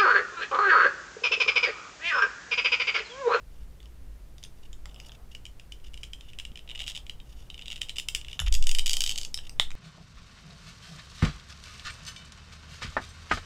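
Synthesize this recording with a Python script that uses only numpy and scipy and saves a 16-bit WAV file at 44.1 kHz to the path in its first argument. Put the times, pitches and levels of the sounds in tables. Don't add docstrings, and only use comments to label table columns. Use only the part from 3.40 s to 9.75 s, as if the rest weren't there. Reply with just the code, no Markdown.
import sys
import numpy as np
from scipy import signal
from scipy.fft import rfft, irfft, next_fast_len
from scipy.io import wavfile
from scipy.ndimage import map_coordinates

SR = 44100
rng = np.random.default_rng(int(sys.argv[2]) if len(sys.argv) > 2 else 0)


def file_out(sig):
    cols = np.atleast_2d(sig).T
    lim = np.clip(cols, -1, 1)
    pcm = np.round(lim * 32767).astype(np.int16)
    wavfile.write(sys.argv[1], SR, pcm)


N = 280167

# (pitch [Hz], relative level [dB], time to fade by 60 dB [s])
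HEAD_LOW_MODES = [(1842, -12, 0.0084), (2310, -6.5, 0.0075), (2914, 8, 0.012), (3180, -11, 0.022),
                  (3560, 3.5, 0.013), (3810, -13, 0.0074)]
HEAD_HIGH_MODES = [(4760, 1, 0.0073), (5520, 1, 0.0033), (6760, 0, 0.0057), (7860, -7, 0.011),
                   (8790, -7.5, 0.0039), (10000, -9.5, 0.0039), (11650, -15, 0.0038), (12900, -16, 0.003),
                   (14440, -19.5, 0.005), (15600, -22, 0.003)]
TORSO_MODES = [(538, -5, 0.014), (870, -2, 0.009), (1323, 8.5, 0.0063), (1933, 5.5, 0.014)]


def amp(db):
    return 10 ** (np.asarray(db) / 20)


def unit(x):
    return x / np.sqrt(np.mean(x ** 2) + 1e-20)


def along(points, hz):
    f, values = np.transpose(points)
    return np.interp(np.log(hz + 1), np.log(f + 1), values)


def wobble(rate):
    return map_coordinates(rng.standard_normal(int(N * rate / SR) + 4), [np.arange(N) * rate / SR])


def filtered(x, response):
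    size = next_fast_len(N + SR // 2)
    return irfft(rfft(x, size) * response(np.fft.rfftfreq(size, 1 / SR)), size)[..., :N]


def noise(response):
    return unit(filtered(rng.standard_normal(N), response))


def shell_noise(modes, widen):
    bands = [(hz, db, widen * np.log(1000) / np.pi / fade_s) for hz, db, fade_s in modes]
    return noise(lambda f: np.sqrt(sum(amp(2 * db) / (1 + (2 * (f - hz) / width) ** 2) ** 2
                                       for hz, db, width in bands)))


def ring(times, levels_db, modes, attack_s, scatter_db, detune, favour_db=0, stretch=1, choke_s=0.008):
    t = np.arange(SR // 40) / SR
    draw = rng.standard_normal((len(times), 2, len(modes), 1))
    favour_db = favour_db + np.zeros((len(times), len(modes), 1))
    burst = 0
    for k, (hz, db, fade_s) in enumerate(modes):
        envelope = amp(db + favour_db[:, k] + scatter_db * draw[:, 0, k] - 60 * t / fade_s)
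        pitch = hz * stretch * (1 + detune * draw[:, 1, k])
        burst = burst + (-1) ** k * envelope * np.sin(2 * np.pi * pitch * t)
    burst = burst * (1 - np.exp(-(t / attack_s) ** 2)) * np.exp(-(t / choke_s) ** 2)
    onset_strength = np.sqrt(2 * np.mean(burst[:, :SR // 400] ** 2, axis=1, keepdims=True))
    burst *= amp(levels_db)[:, None] / onset_strength
    index = np.round(np.asarray(times) * SR).astype(int)[:, None] + np.arange(len(t))
    return np.bincount(index.ravel(), burst.ravel(), N + len(t))[:N]


def room_echo(x, wet_db):
    fade_s, wall_delay_s, build_s, treble_db_per_octave = 0.18, 0.0098, 0.0035, 2.03
    t, block = np.arange(SR // 4) / SR, SR // 20
    nearest_wall = 1 + 2 * np.exp(-((t - wall_delay_s) / 0.00016) ** 2)
    decay = amp(-60 * t / fade_s) * np.sqrt((1 - np.exp(-t / build_s)) * nearest_wall)
    pieces = np.pad(x, (0, -N % block)).reshape(-1, block)
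    tails = rng.standard_normal((len(pieces), len(t))) * decay / np.linalg.norm(decay)
    echoes = signal.fftconvolve(pieces, tails, axes=1)
    index = block * np.arange(len(echoes))[:, None] + np.arange(echoes.shape[1])
    wet = np.bincount(index.ravel(), echoes.ravel())[:N]
    return filtered(wet, lambda f: amp(wet_db + treble_db_per_octave * np.log2((f + 1) / 3000)))


def room_noise():
    # (pitch [Hz], relative level [dB])
    colour = [(12, -51), (25, -8.5), (50, -3.5), (75, -14), (100, -20), (150, -19), (206, -27.5),
              (500, -33), (800, -38.5), (1700, -42), (4300, -47.5), (15500, -52.5), (16100, -75)]
    return amp(-49) * noise(lambda f: amp(along(colour, f)))


def camera_stand():
    # (pitch [Hz], width [Hz], level [dB])
    tremors = [(10.17, 5.8, -45.5), (46, 6.1, -52), (57.8, 11.7, -58), (120.7, 2.6, -67)]
    # (time [s], pitch [Hz], level [dB], rise [s], 60 dB fade [s])
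    bumps = [(5.055, 10.05, -3, 0.12, 1.71), (5.003, 72, -27.5, 0.0058, 0.78),
             (5.018, 44.4, -5.5, 0.076, 0.41), (4.995, 158, -38, 0.0097, 0.22),
             (0.56, 265, -51, 0.064, 0.56), (5.0, 21.3, -17, 0.059, 0.98),
             (3.116, 213, -37.5, 0.0012, 0.029), (6.083, 9.03, -15.5, 0.13, 1.4),
             (6.188, 107, -38, 0.0039, 0.13)]
    motion = sum(amp(db) * noise(lambda f: 1 / (1 + (2 * (f - hz) / width) ** 2))
                 for hz, width, db in tremors)
    for start, hz, db, rise_s, fade_s in bumps:
        t = np.maximum(np.arange(N) / SR - start, 0)
        envelope = amp(db - 60 * t / fade_s) * (1 - np.exp(-(t / rise_s) ** 2))
        motion = motion + envelope * np.sin(2 * np.pi * hz * t)
    return motion


def cape_rustle():
    # (time [s], level [dB])
    slide = [(1.44, -90), (1.46, -62.5), (1.7, -62), (1.87, -66.5), (2.0, -100), (3.24, -71), (3.33, -61),
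             (3.65, -71.5), (5.2, -65), (5.35, -62), (5.7, -59), (5.9, -66)]
    # (pitch [Hz], relative level [dB])
    colour = [(200, -5), (500, -6.5), (780, -4.5), (1050, -11.5), (1320, -9), (1800, -32)]
    slide_db = np.interp(np.arange(N) / SR, *np.transpose(slide))
    return amp(slide_db + 1.9 * wobble(25)) * noise(lambda f: amp(along(colour, f)))


def rubbing():
    # (start [s], length [s], level [dB], high modes over level [dB])
    rubs = [(0.096, 0.16, -72, -1), (1.159, 0.041, -71, 2.5), (1.222, 0.05, -59, -7),
            (1.465, 0.072, -65, -10), (1.58, 0.11, -57, -7.5), (1.656, 0.036, -66, 12),
            (1.715, 0.05, -59, -10), (1.902, 0.041, -59, -6), (2.431, 0.057, -58, -6.5),
            (2.597, 0.083, -63, 0), (2.77, 0.2, -61.5, -9), (3.475, 0.04, -42, -3), (3.845, 0.25, -62, -3),
            (4.174, 0.11, -60, -19), (4.852, 0.13, -56.5, -6), (5.059, 0.03, -44, -9.5),
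            (5.996, 0.09, -55.5, -8), (6.186, 0.049, -52, -13)]
    t, low_swell, high_swell = np.arange(N) / SR, np.zeros(N), np.zeros(N)
    for start, length, db, high_db in rubs:
        swell = amp(db) * np.sin(np.pi * np.clip((t - start) / length, 0, 1)) ** 0.5
        low_swell += swell
        high_swell += amp(high_db) * swell
    clumps = unit(amp(5.1 * wobble(160) + 1.8 * wobble(35)))
    low = low_swell * shell_noise(HEAD_LOW_MODES, widen=2)
    high = high_swell * shell_noise(HEAD_HIGH_MODES, widen=2)
    return clumps * (low + high)


def strike(hits, scatter_db):
    times, db, pitch_hz, high_db, torso_db = np.transpose(hits)
    hz, mode_db, _ = np.transpose(HEAD_LOW_MODES)
    favour_db = -.6 * mode_db - np.minimum(45 * np.abs(np.log(hz / pitch_hz[:, None])), 12)
    edge_db = 0.54 * np.log2(np.transpose(HEAD_HIGH_MODES)[0] / 5000)
    held_modes = [(f, level, 0.82 * fade_s) for f, level, fade_s in HEAD_LOW_MODES]
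    low = ring(times, db - 4.5, held_modes, attack_s=0.00031, scatter_db=scatter_db,
               detune=0.044, favour_db=favour_db[..., None])
    high = ring(times, db + high_db - 8.0, HEAD_HIGH_MODES, attack_s=0.00019, scatter_db=scatter_db,
                detune=0.058, stretch=1.029, favour_db=edge_db[:, None])
    torso = ring(times, db + torso_db - 0.5, TORSO_MODES, attack_s=0.00084, scatter_db=scatter_db,
                 detune=0.081, choke_s=0.0095)
    direct = low + high + torso
    return direct + room_echo(direct, wet_db=-8)


def knocks():
    # (time [s], level [dB], favoured pitch [Hz], high mode boost [dB], torso boost [dB])
    hits = [(.403, -43.5, 3590, -10, -19), (0.4292, -48, 3250, 1, -24), (0.457, -44, 3200, -3, -25),
            (0.9822, -43.5, 3730, 2, -26), (1.029, -41, 3260, 1, -27), (1.038, -32.5, 3470, 3.5, -37),
            (1.0493, -39, 3050, 0, -15), (1.33, -39.5, 3330, 2, -28), (1.4566, -37.5, 3230, 3, -4.5),
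            (1.5442, -44.5, 3370, 4, -18), (1.561, -40, 3080, -14, -27), (1.6006, -34, 2530, 1, -32),
            (1.6939, -38.5, 3420, -17, -13), (1.7188, -39, 3020, -1.5, -17),
            (4.9924, -16.5, 3150, -7.5, -16), (5.0006, -20.5, 3200, 2, -9.5), (5.018, -42, 3160, -6, 6),
            (5.072, -26.5, 3170, -10, -10.5), (5.9431, -23.5, 3940, 9.5, -38),
            (5.975, -27.5, 3470, 1.5, -19), (5.9883, -29, 2760, -21, -16), (6.0949, -37.5, 2730, 9.5, -16),
            (6.3054, -33, 2040, -3.5, -11), (6.3156, -37.5, 2300, 0, -8)]
    return strike(hits, scatter_db=3)


def slips():
    # (time [s], level [dB])
    single_slips = [(1.9494, -31), (2.0533, -33), (2.0644, -36), (2.197, -37.5), (2.3214, -31.5),
                    (2.5414, -33.5), (2.575, -36.5), (2.6326, -27.5), (2.638, -32), (2.7333, -28.5),
                    (2.8087, -37), (2.9008, -43.5), (2.9332, -38), (2.9873, -26), (2.9982, -26),
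                    (3.051, -28), (3.1172, -45), (3.1566, -32.5), (3.1738, -32), (3.191, -36.5),
                    (3.276, -39), (3.2901, -33.5), (3.297, -31), (3.3055, -33), (3.3135, -29),
                    (3.3498, -31), (3.354, -35), (3.357, -29), (3.3762, -33), (3.3917, -27.5),
                    (3.3978, -30), (3.403, -24.5), (3.411, -33), (3.4156, -30), (3.4192, -28.5),
                    (3.432, -36), (3.4397, -31.5), (3.4647, -32), (3.472, -29.5), (3.4786, -21.5),
                    (3.4896, -29), (3.502, -33), (3.5085, -32), (3.5174, -33), (3.5493, -30.5),
                    (3.5556, -29), (3.5634, -28.5), (3.575, -27.5), (3.666, -36), (3.696, -24.5),
                    (3.8008, -39), (4.101, -29.5), (4.143, -33), (4.178, -35.5), (4.1923, -32.5),
                    (4.213, -36), (4.2213, -33), (4.2577, -31), (4.265, -38), (4.2745, -41), (4.2807, -26),
                    (4.302, -28.5), (4.328, -40), (4.359, -32), (4.363, -32), (4.378, -36.5), (4.412, -35),
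                    (4.416, -17.5), (4.4307, -29.5), (4.486, -36), (4.494, -23), (4.502, -32.5),
                    (4.5586, -34), (4.562, -35), (4.567, -29), (4.5838, -19.5), (4.5905, -29),
                    (4.5978, -21.5), (4.6858, -17.5), (4.7487, -16), (4.7596, -30), (4.813, -34),
                    (4.847, -32.5), (4.8676, -46), (4.8832, -30.5), (4.898, -38), (4.915, -35.5),
                    (4.93, -27.5), (5.125, -23.5), (5.1405, -24), (5.15, -22.5), (5.2252, -28),
                    (5.2399, -33), (5.2694, -20.5), (5.2925, -20.5), (5.314, -20.5), (5.3488, -19.5),
                    (5.386, -18), (5.393, -18.5), (5.4602, -19.5), (5.4667, -20), (5.4778, -22),
                    (5.495, -17.5), (5.5078, -22.5), (5.5141, -24), (5.5324, -19.5), (5.539, -21),
                    (5.5682, -19.5), (5.6062, -17), (5.6188, -20), (5.6384, -18.5), (5.6623, -20),
                    (5.675, -23), (5.693, -19), (5.704, -24.5), (5.7125, -24), (5.7206, -25.5),
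                    (5.7583, -27.5), (5.7773, -24.5), (5.784, -24), (5.8136, -30), (5.8322, -31.5),
                    (5.849, -30)]
    # (start [s], length [s], rate [slips/s], mean level [dB])
    runs = [(2.377, 0.16, 23, -51.5), (4.283, .05, 120, -39.5)]
    unevenness, spread_db = 0.32, 8
    rows = [np.array(single_slips)]
    for start, length, rate, db in runs:
        draw = rng.standard_normal((40, 2))
        t = (np.arange(40) + .5 + unevenness * np.tanh(draw[:, 0]) / 2) / rate
        rows.append(np.transpose([start + t, db + spread_db * draw[:, 1]])[t < length])
    times, db = np.concatenate(rows).T
    jerk_delay_s = .0014 * rng.uniform(.7, 1.3, len(times))
    return np.r_[times, times + jerk_delay_s], np.r_[db, db - 4]


def neck_joint():
    # (time [s], low mode pitch [x], high mode pitch [x], boost of low modes above the strongest [dB])
    grip = [(1.899, 1.006, 1.04, -9), (2.6, 1.036, 1.065, -9.5), (3.2, 1.02, 1.064, -4.5),
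            (3.5, 1.032, 1.02, 0), (4.3, 1.02, 1.032, -2.5), (4.85, 0.98, 1.066, -0.5),
            (5.13, 0.96, 1.004, 8), (5.35, 1.034, 1.027, -2.5), (5.86, 1.054, 0.96, 1)]
    # (time [s], high mode boost [dB])
    brightness = [(1.9, -5), (2.6, -8), (3.15, -10), (3.3, -15), (3.5, -5), (3.75, -13), (4.3, -10),
                  (4.6, -5), (4.75, -3), (4.85, -10.5), (4.95, -9.5), (5.12, 6), (5.4, -1.5), (5.55, 3.5),
                  (5.7, -0.5), (5.86, 5)]
    pitch_scatter, hardness, peg_to_torso_db = 0.022, 0.2, -26.5
    times, db = slips()
    grip_times, *columns = np.transpose(grip)
    low_pitch, high_pitch, boost_db = [np.interp(times, grip_times, c)[:, None] for c in columns]
    low_pitch = low_pitch * (1 + pitch_scatter * rng.standard_normal((len(times), 1)))
    hz, mode_db, _ = np.transpose(HEAD_LOW_MODES)
    boost_db = boost_db * np.where(hz > hz[mode_db.argmax()], 1, -.2) * (mode_db < mode_db.max())
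    high_db = np.interp(times, *np.transpose(brightness)) + rng.standard_normal(len(times))
    octaves = np.log2(np.transpose(HEAD_HIGH_MODES)[0] / 5000)
    treble_db = hardness * np.outer(db - db.mean(), octaves)
    torso = ring(times, db + peg_to_torso_db, TORSO_MODES, attack_s=0.0011, scatter_db=-3.0, detune=0.11)
    low = ring(times, db - 4.5, HEAD_LOW_MODES, attack_s=0.00064, choke_s=0.0041, scatter_db=2.5,
               detune=0.011, favour_db=boost_db[..., None], stretch=low_pitch)
    high = ring(times, db + high_db - 6.0, HEAD_HIGH_MODES, attack_s=0.0002, scatter_db=1.5,
                detune=0.015, favour_db=treble_db[..., None], stretch=high_pitch)
    direct = low + high + torso
    return direct + room_echo(direct, wet_db=-9)


def head_pop():
    # (time [s], level [dB], favoured pitch [Hz], high mode boost [dB], torso boost [dB])
    pop = [(6.1976, -5.5, 3470, -10, -13.5)]
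    return strike(pop, scatter_db=1)


def scene():
    figure = neck_joint() + knocks() + head_pop() + rubbing() + cape_rustle()
    return (figure + camera_stand() + room_noise())[None]


def record(dry):
    droop_hz, limit_hz = 16000, 16600
    return filtered(dry, lambda hz: (hz < limit_hz) / (1 + (hz / droop_hz) ** 40))


dry = scene()
out = record(dry)
file_out(out)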